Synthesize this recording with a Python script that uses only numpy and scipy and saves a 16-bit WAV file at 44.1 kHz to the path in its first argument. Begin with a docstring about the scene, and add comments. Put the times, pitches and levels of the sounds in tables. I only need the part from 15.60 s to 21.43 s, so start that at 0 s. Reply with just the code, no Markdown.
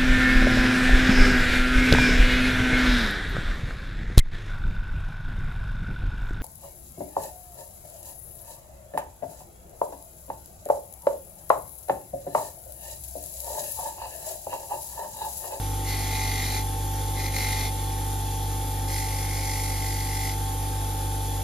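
"""In a workshop a bench grinder runs at about 49 turns a second. A small steel part is pressed on the front of
its wheel in two goes of two presses each, then once, more lightly, on its top. Rim noise that partly repeats
each turn makes the scrape, and drives resonances that ring like the part. Sine tones tied to the turning make
the bench hum, the motor whine and the bearing tones, which sag under load. Shaped noise makes the air hiss."""
import sys
import numpy as np
from scipy import signal
from scipy.fft import rfft, irfft, next_fast_len
from scipy.io import wavfile
from scipy.ndimage import uniform_filter1d, map_coordinates

SR = 44100
rng = np.random.default_rng(int(sys.argv[2]) if len(sys.argv) > 2 else 0)


def wav_out(sig):
    """Save sig, one row per channel (or a flat mono array), as 16-bit PCM at SR to the path in sys.argv[1]."""
    wavfile.write(sys.argv[1], SR, np.round(np.clip(np.atleast_2d(sig).T, -1, 1) * 32767).astype(np.int16))


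N = 257103

# Colour of the scrape on the wheel's front and on its top. Each row: frequency in Hz, relative level in dB per Hz.
FRONT_SCRAPE = [(300, -7.5), (1200, -7.5), (1650, -10), (2700, -10), (3500, -3.5), (4200, 0.3), (4800, -4),
                (5200, -4), (5600, -3), (6200, -4), (8000, -5.5), (11000, -6), (15200, -8.5)]
TOP_SCRAPE = [(300, -16), (1200, -20), (1550, -14), (2600, -14), (3500, -8.5), (4300, -4.5), (5200, -2.5),
              (5600, -3), (6200, -5), (8000, -1.5), (11000, -5.5), (15200, -11)]
# How the main ring's pitch, its level and the knocks' level rise and fall over time.
# Each row: time in seconds, ring frequency in Hz, change of ring level in dB, change of knock level in dB.
RING_CHANGES = [(0.29, 2040, 3, 2.5), (0.45, 2040, 0.5, 2), (0.54, 2050, -2, 4), (0.75, 2030, -0.5, -0.5),
                (0.8, 2020, 3, 4.5), (0.9, 2010, -1, 0), (1.0, 2070, 3, 1), (1.57, 2045, -1, 3),
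                (1.64, 2045, 1, -1), (1.73, 2070, 0.5, 2.5), (1.87, 2070, 1, 2.5), (1.97, 2000, 1, 0),
                (2.07, 2090, -2, 0), (3.29, 2070, -2, -6), (3.39, 2030, 0, -1), (3.55, 2080, 1.5, -1.5),
                (3.82, 2130, 4, 1.5), (3.94, 2040, 1, 0.5), (4.05, 2100, 3, -2), (4.35, 2055, 3.5, -3),
                (4.7, 2060, 2, -1)]
# The part's higher ringing notes. Each row: frequency in Hz, width in Hz, level on the front in dB, on the top in dB.
PART_MODES = [(2395, 210, -7.5, -13.5), (3610, 260, -16, -24), (3895, 310, -10, -19), (4194, 130, -11, -15),
              (4430, 160, -8.5, -12), (4630, 190, -19, -10.5), (4900, 110, -17, -21), (5160, 240, -12, -9),
              (5680, 220, -22, -14), (6180, 290, -11, -11)]
# Colour of the bench shaken by the cut. Each row: frequency in Hz, relative level in dB per Hz.
TREMOR = [(100, 1), (230, 2.5), (310, -4), (400, 4.5), (560, -6), (680, -11), (820, 3), (1000, -3),
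          (1500, -31), (2500, -45)]
SPOT_BITE_DB = 1.5  # dB of harder cutting per unit of rim height


def grind(turns, force, spectrum, spot_db, mode_db, width_hz, ring_db, knock_db, scrape_db, bump_db, chop_db, shake_db):
    """Grit tears at the steel: a broad scrape, the part's damped ring and a tremor in the bench."""
    # the wheel bites harder once a turn and at each high spot
    once_a_turn_db = bump_db * np.cos(2 * np.pi * turns)
    spots_db = SPOT_BITE_DB * rim_height(turns, spot_db)
    # the hand-held part chatters and single grains crackle
    bite = unit(amp(once_a_turn_db + spots_db + 0.74 * wobble(140)))
    crackle = amp(1.4 * wobble(2500))

    moving_grit = shifting(rim_noise(turns, repeat=0.23), depth_db=2.5)
    scrape = coloured(bite * crackle * moving_grit, spectrum)

    # fine grit keeps a tight ring going; the high spots add short knocks that the fingers damp
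    grit = bite * rim_noise(turns, repeat=0.76)
    ring_hz, ring_change_db, knock_change_db = curves(RING_CHANGES)
    knocks = resonant(strikes(turns, spot_db), 1.022 * ring_hz, 1.5 * width_hz)
    # the part rides up and down on the uneven rim, which chops the ring
    ride = rim_height(turns, spot_db) + 0.5 * np.cos(2 * np.pi * turns)
    chop = amp(chop_db * ride + 1.8 * wobble(110))
    steady_ring = resonant(chop * grit, ring_hz, width_hz)
    ring = amp(ring_db + ring_change_db) * steady_ring + amp(knock_db + knock_change_db) * knocks

    upper = 0
    for (hz, width, *_), db in zip(PART_MODES, mode_db):
        upper = upper + amp(db) * resonant(bite * crackle * grit, hz, width)

    tremor = amp(shake_db) * coloured(bite * rim_noise(turns, repeat=0.41), TREMOR)
    return spread(force * (amp(scrape_db) * scrape + upper + ring + tremor))


# Presses on the wheel's front and on its top. 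Each row: touch in seconds, lift in seconds,
# force in dB compared with a firm press, lean of the hand in dB per second.
FRONT_PRESSES = [(0.236, 0.478, -2.5, -2), (0.485, 0.983, -0.35, 1.5), (1.538, 1.672, -3.0, 16),
                 (1.71, 2.055, 0.47, -4)]
TOP_PRESSES = [(3.262, 4.703, -1.8, 0.03)]
# How the hand bears down during the top press. Each row: time in seconds, change of force in dB.
TOP_HAND = [(3.4, 1), (3.47, -4), (3.6, -2.5), (3.68, -3.5), (3.9, 0.3), (4.0, -1), (4.3, -2), (4.5, -2),
            (4.62, -0.2)]
ATTACK_S, RELEASE_S = 0.05505, 0.06025  # seconds for the part to settle on the wheel and to leave it


def pressing(presses, hand_db=0):
    """Force on the wheel: each press rises, holds while the hand leans in or eases off, and lets go."""
    t = np.arange(N) / SR
    force = np.zeros(N)
    for touch, lift, force_db, lean in presses:
        settle = np.clip((t - touch) / ATTACK_S, 0, 1)
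        leave = np.clip(1 - (t - lift) / RELEASE_S, 0, 1)
        lean_db = lean * (np.clip(t, touch, lift) - (touch + lift) / 2)
        force += settle * leave * amp(force_db + hand_db + lean_db)
    return force


# High spots on the rim that strike the part.
# Each row: place in turns, level on the front in dB, level on the top in dB.
HIGH_SPOTS = [(0, 0.5, 0.5), (0.322, -2.5, -6.5), (0.655, -2.5, -6)]
SPOT_WIDTH_TURNS = 0.06  # how much of the rim a high spot takes up


def rim_height(turns, spot_db):
    """Height of the rim under the part: each high spot is a short, rounded hump."""
    away = (turns - np.array(HIGH_SPOTS)[:, :1] + 0.5) % 1 - 0.5
    humps = np.exp(-0.5 * (away / SPOT_WIDTH_TURNS) ** 2)
    return amp(spot_db) @ humps


def strikes(turns, spot_db, scatter_db=1.5, jitter_turns=0.0021, count=300):
    """Every high spot knocks the part once a turn, never twice quite alike."""
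    place = np.arange(count)[:, None] + np.array(HIGH_SPOTS)[:, 0]
    place = place + jitter_turns * rng.standard_normal(place.shape)
    # strikes outside the scene land in one spare sample, which is cut off
    sample = np.interp(place, turns, np.arange(N), left=N, right=N).astype(int)
    sizes = amp(spot_db + scatter_db * rng.standard_normal((2, *place.shape)))
    return np.array([np.bincount(sample.ravel(), s.ravel(), N + 1)[:N] for s in sizes])


def rim_noise(turns, repeat, size=1024):
    """Two noises of which a share comes back with every turn, as the same grit passes again."""
    rims = irfft(np.exp(2j * np.pi * rng.random((2, 2, size // 3))), 8 * size)
    place = np.arange(8 * size) / (8 * size)
    inner, outer = [unit(np.array([np.interp(turns, place, r, period=1) for r in rim])) for rim in rims]
    # the track on the rim changes slowly, so each turn is only nearly like the last
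    slide = 0.74 * wobble(2.99)
    again = np.cos(slide) * inner + np.sin(slide) * outer
    share = np.clip(repeat, 0, 1)
    return np.sqrt(share) * again + np.sqrt(1 - share) * rng.standard_normal((2, N))


def shifting(x, depth_db, size=1024):
    """Narrow bands of x swell and fade, as the spot in contact keeps moving."""
    bands = signal.stft(x, nperseg=size)[2]
    field = rng.standard_normal(bands.shape[1:])
    field = uniform_filter1d(field, 3, axis=0)  # neighbouring bands move together
    field = uniform_filter1d(field, 10, axis=1)  # and change gradually
    return unit(signal.istft(bands * amp(depth_db * unit(field)), nperseg=size)[1][:, :N])


IDLE_TURNS_PER_S = 48.91
# speed lost under a firm, held press on the front and on the top; how slowly the wheel follows, in seconds
FRONT_SAG_TURNS_PER_S, TOP_SAG_TURNS_PER_S, INERTIA_S = 0.47, 0.29, 0.05


def shaft_speed(front_force, top_force):
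    """Turns a second: the load brakes the motor, and the wheel's inertia smooths the sag."""
    sag = FRONT_SAG_TURNS_PER_S * front_force ** 2 + TOP_SAG_TURNS_PER_S * top_force ** 2
    keep = np.exp(-1 / (INERTIA_S * SR))
    return IDLE_TURNS_PER_S - signal.lfilter([1 - keep], [1, -keep], sag)


# Shaking locked to the shaft. Each row: multiple of the turning rate, level in dB within the hum.
SHAFT = [(1, -1), (2, -0.5), (3, -13.5), (4, -26.5), (5, -28.5), (6, -17.5), (7, -19), (8, -32), (9, -25.5),
         (10, -27.5), (11, -27), (12, -32.5), (13, -35), (14, -29.5), (15, -31.5)]


def hum(turns):
    """The unbalanced wheel rocks the bench, whose feet stiffen at the deepest swing; the housing buzzes higher up."""
    # the three lowest multiples keep a fixed timing to one another
    once, twice, thrice = [np.sqrt(2) * amp(db) * np.cos(2 * np.pi * k * turns) for k, db in SHAFT[:3]]
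    rocking = thrice - once - twice
    buzz = sum(amp(db) * tone(k * turns, flutter_db=0.29 * k, drift=0.032 * k) for k, db in SHAFT[3:])
    return amp(-31.0 + 0.43 * wobble(13)) * rocking + amp(-31.5) * buzz


# Multiples that a firm press on the front stirs up in the housing.
# Each row: multiple of the turning rate, level in dB.
LOADED = [(5, -53), (8, -55), (9, -51.5), (13, -61), (15, -55), (17, -45), (19, -63), (23, -70)]


def strain(turns, force):
    """The cut loads the shaft unevenly, so some of its multiples swell with the force."""
    return force * sum(amp(db) * tone(k * turns, flutter_db=0.5, drift=0.2) for k, db in LOADED)


# Swells and dips of the whine. Each row: time in seconds, level in dB before a small overall cut.
WHINE_LEVEL = [(0.3, -40), (0.41, -42), (0.6, -34), (0.85, -44), (0.99, -36), (1.08, -40.5), (1.5, -38.5),
               (1.76, -43), (1.91, -36), (2.12, -39), (3.3, -40), (3.47, -37.5), (3.75, -43.5),
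               (3.9, -37.5), (4.0, -39.5)]
WHINE_ORDER, MAINS_HZ = 18, 50  # whine cycles per turn; mains frequency
SLIP_BEAT_DB = 1.5  # two of the side tones throb this far up and down as the rotor slips behind the mains


def whine(turns, level_db):
    """The rotor slots sing; the magnetic pull at twice the mains rate and the wheel's wobble add side tones."""
    slots = WHINE_ORDER * turns
    pull = 2 * MAINS_HZ * np.arange(N) / SR
    throb_db = SLIP_BEAT_DB * np.cos(2 * np.pi * 2 * (pull - 2 * turns))
    singing = amp(level_db - 0.5) * tone(slots, flutter_db=0.16, drift=0.05)
    magnetic = amp(-43.5 + throb_db) * tone(slots - pull, flutter_db=1.0, drift=0.12)
    below = amp(-48.5 - throb_db) * tone(slots - turns, flutter_db=1.5, drift=0.19)
    return singing + magnetic + below


# Bearing and magnetic tones between the shaft's multiples.
# Each row: frequency in Hz at the middle (median) speed, level in dB before a tiny overall cut.
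BEARINGS = [(166, -61), (215, -60), (264, -48.5), (301, -56), (313, -60), (362, -63), (378, -63),
            (411, -57), (427, -62), (460, -52), (475, -62), (501, -57), (538, -58), (558, -64), (601, -64),
            (802, -57), (821, -52), (1080, -57), (1177, -70)]


def bearings(turns, usual_rate):
    """Rolling tones that follow the shaft's speed and slip a little."""
    tones = sum(amp(db) * tone(hz * turns / usual_rate, flutter_db=1.76, drift=0.39) for hz, db in BEARINGS)
    return amp(-0.07) * tones


# Colour of the air round the wheel and of the rumbling bench. Each row: frequency in Hz, relative level in dB per Hz.
WHEEL_AIR = [(500, -26), (1250, -4), (1650, -4.5), (1950, -5.5), (2600, -7.5), (3050, -6.5), (3600, -3.5),
             (4100, -5.5), (5200, -5), (7500, -1.5), (10800, 0.5), (12500, -4), (15200, -12)]
BENCH = [(20, -18), (70, 2), (180, -3), (280, -7.5), (470, -5), (640, -9.5), (740, -2.5), (820, 0.5),
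         (940, -7), (1200, -18), (2000, -26)]
# The bearing's resonances. Each row: frequency in Hz, width in Hz, level in dB within the sizzle.
RACES = [(3190, 116, -3), (3330, 47, -6), (3433, 150, 2)]


def rush(turns):
    """The bench rumbles, the rough wheel drags hissing air round with it and a bearing sizzles and ticks faintly."""
    rumble = amp(-46.0 + 1.1 * wobble(30)) * coloured(rng.standard_normal((2, N)), BENCH)

    swish = amp(0.18 * wobble(4.83) + 0.42 * wobble(30) + 0.4 * np.sin(2 * np.pi * turns))
    hiss = coloured(shifting(rim_noise(turns, repeat=0.11), depth_db=1.5), WHEEL_AIR)
    air = amp(-37.5) * swish * hiss

    ticking = amp(1.9 * np.cos(2 * np.pi * turns) + 2.4 * wobble(300)) * rim_noise(turns, repeat=0.32)
    sizzle = sum(amp(db) * resonant(ticking, hz, width) for hz, width, db in RACES)
    return spread(rumble + air + amp(-54 + 0.66 * wobble(21.84)) * sizzle)


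# How alike left and right are. Each row: frequency in Hz, likeness, where 1 is identical and 0 unrelated.
ALIKE = [(120, 0.92), (300, 1), (900, 0.25), (1400, 0.046), (1900, 1), (2600, 0.99), (3300, 0.57),
         (4200, 0.87), (5200, 0.3), (7200, 1), (9500, 1), (12000, 1), (14800, 1)]


def spread(pair):
    """Two unrelated noises become left and right, as alike as the ALIKE table says at each frequency."""
    def shares(hz):
        angle = np.arccos(np.clip(along(ALIKE, hz), -1, 1)) / 2
        return np.array([np.cos(angle), np.sin(angle)])
    mid, side = filtered(pair, shares)
    return np.array([mid + side, mid - side])


# Lead of the left microphone. Each row: frequency in Hz, lead over the right in radians.
LEAD = [(50, 0), (100, 0.11), (400, 0.8), (880, 0.78), (1100, 0.3), (1400, -1.4), (1720, -0.26),
        (2700, -0.5), (3350, 0.9), (3900, 0.1), (4600, 0.2), (4950, 0.7), (5300, -1.5), (6400, -1.5),
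        (7300, -1.5), (7700, -2.5), (8800, -4), (9300, -4.5), (10700, -5.5), (11200, -6), (13000, -6),
        (14400, -9.5)]
# Balance of the microphones. Each row: frequency in Hz, left minus right in dB.
TILT = [(200, 0), (370, 0.68), (700, -1.1), (1500, -0.3), (4200, 0.86), (7500, 0.043)]


def microphone_pair(sound):
    """Left and right differ slightly in level and timing, each taking half the difference."""
    sides = np.array([[0.5], [-0.5]])
    return filtered(sound, lambda hz: amp(sides * along(TILT, hz)) * np.exp(1j * sides * along(LEAD, hz)))


def tone(cycles, flutter_db, drift):
    """A sine whose strength is slightly unsteady and whose phase wanders at each microphone."""
    phase = 2 * np.pi * (cycles + rng.random()) + drift * np.array([wobble(7), wobble(7)])
    return np.sqrt(2) * amp(flutter_db * wobble(25)) * np.sin(phase)


def resonant(x, centre_hz, width_hz):
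    """x heard through one steep-sided resonance whose centre may move, at rms 1."""
    # shift the centre down to 0 Hz, smooth twice, then shift back up
    carrier = np.exp(2j * np.pi * np.cumsum(centre_hz * np.ones(N)) / SR)
    keep = np.exp(-np.pi * abs(width_hz) / SR)
    smooth = signal.lfilter([1], [1, -2 * keep, keep ** 2], x * carrier.conj())
    return unit((carrier * smooth).real)


def coloured(x, spectrum):
    """x given a spectrum, at rms 1."""
    return unit(filtered(x, lambda hz: amp(along(spectrum, hz))))


def filtered(x, response):
    """x times a complex response of frequency."""
    m = next_fast_len(N + SR // 4)
    return irfft(rfft(x, m) * response(np.fft.rfftfreq(m, 1 / SR)), m)[..., :N]


def wobble(rate):
    """A smooth random curve, rate knots a second."""
    knots = rng.standard_normal(int(N * rate / SR) + 4)
    return map_coordinates(knots, [np.arange(N) * rate / SR])


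def curves(rows):
    """One value per sample for each column after the time."""
    s, *cols = np.transpose(rows)
    return [np.interp(np.arange(N) / SR, s, c) for c in cols]


def along(points, hz):
    """(Hz, value) points read on a log axis."""
    f, v = np.transpose(points)
    return np.interp(np.log(hz + 1), np.log(f + 1), v)


def amp(db):
    """Decibels to gain."""
    return 10 ** (np.asarray(db) / 20)


def unit(x):
    """Scaled to rms 1."""
    return x / np.sqrt(np.mean(x ** 2) + 1e-20)


def scene():
    """Everything turns with one shaft; the two microphones hear it slightly out of step."""
    whine_db, = curves(WHINE_LEVEL)
    hand_db, = curves(TOP_HAND)
    front_force = pressing(FRONT_PRESSES)
    top_force = pressing(TOP_PRESSES, hand_db)
    rate = shaft_speed(front_force, top_force)
    turns = np.cumsum(rate) / SR

    *_, front_spots, top_spots = np.transpose(HIGH_SPOTS)
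    *_, front_modes, top_modes = np.transpose(PART_MODES)
    front = grind(turns, front_force, FRONT_SCRAPE, front_spots, front_modes, width_hz=188,
                  ring_db=-1.4, knock_db=-3.0, scrape_db=5.5, bump_db=0.5, chop_db=3.5, shake_db=-9.0)
    # held lightly on top, the part is struck mostly by the wheel's highest spot
    top = grind(turns, top_force, TOP_SCRAPE, top_spots, top_modes, width_hz=230,
                ring_db=-5.5, knock_db=-3.5, scrape_db=5, bump_db=1.0, chop_db=1.5, shake_db=-11.0)

    motor = hum(turns) + strain(turns, front_force) + whine(turns, whine_db) + bearings(turns, np.median(rate))
    return microphone_pair(amp(-39) * (front + top) + motor + rush(turns))


TOP_HZ = 15720  # upper band limit


def record(dry):
    """Nothing is kept at or above the band limit."""
    return filtered(dry, lambda hz: hz < TOP_HZ)


dry = scene()
out = record(dry)
wav_out(out)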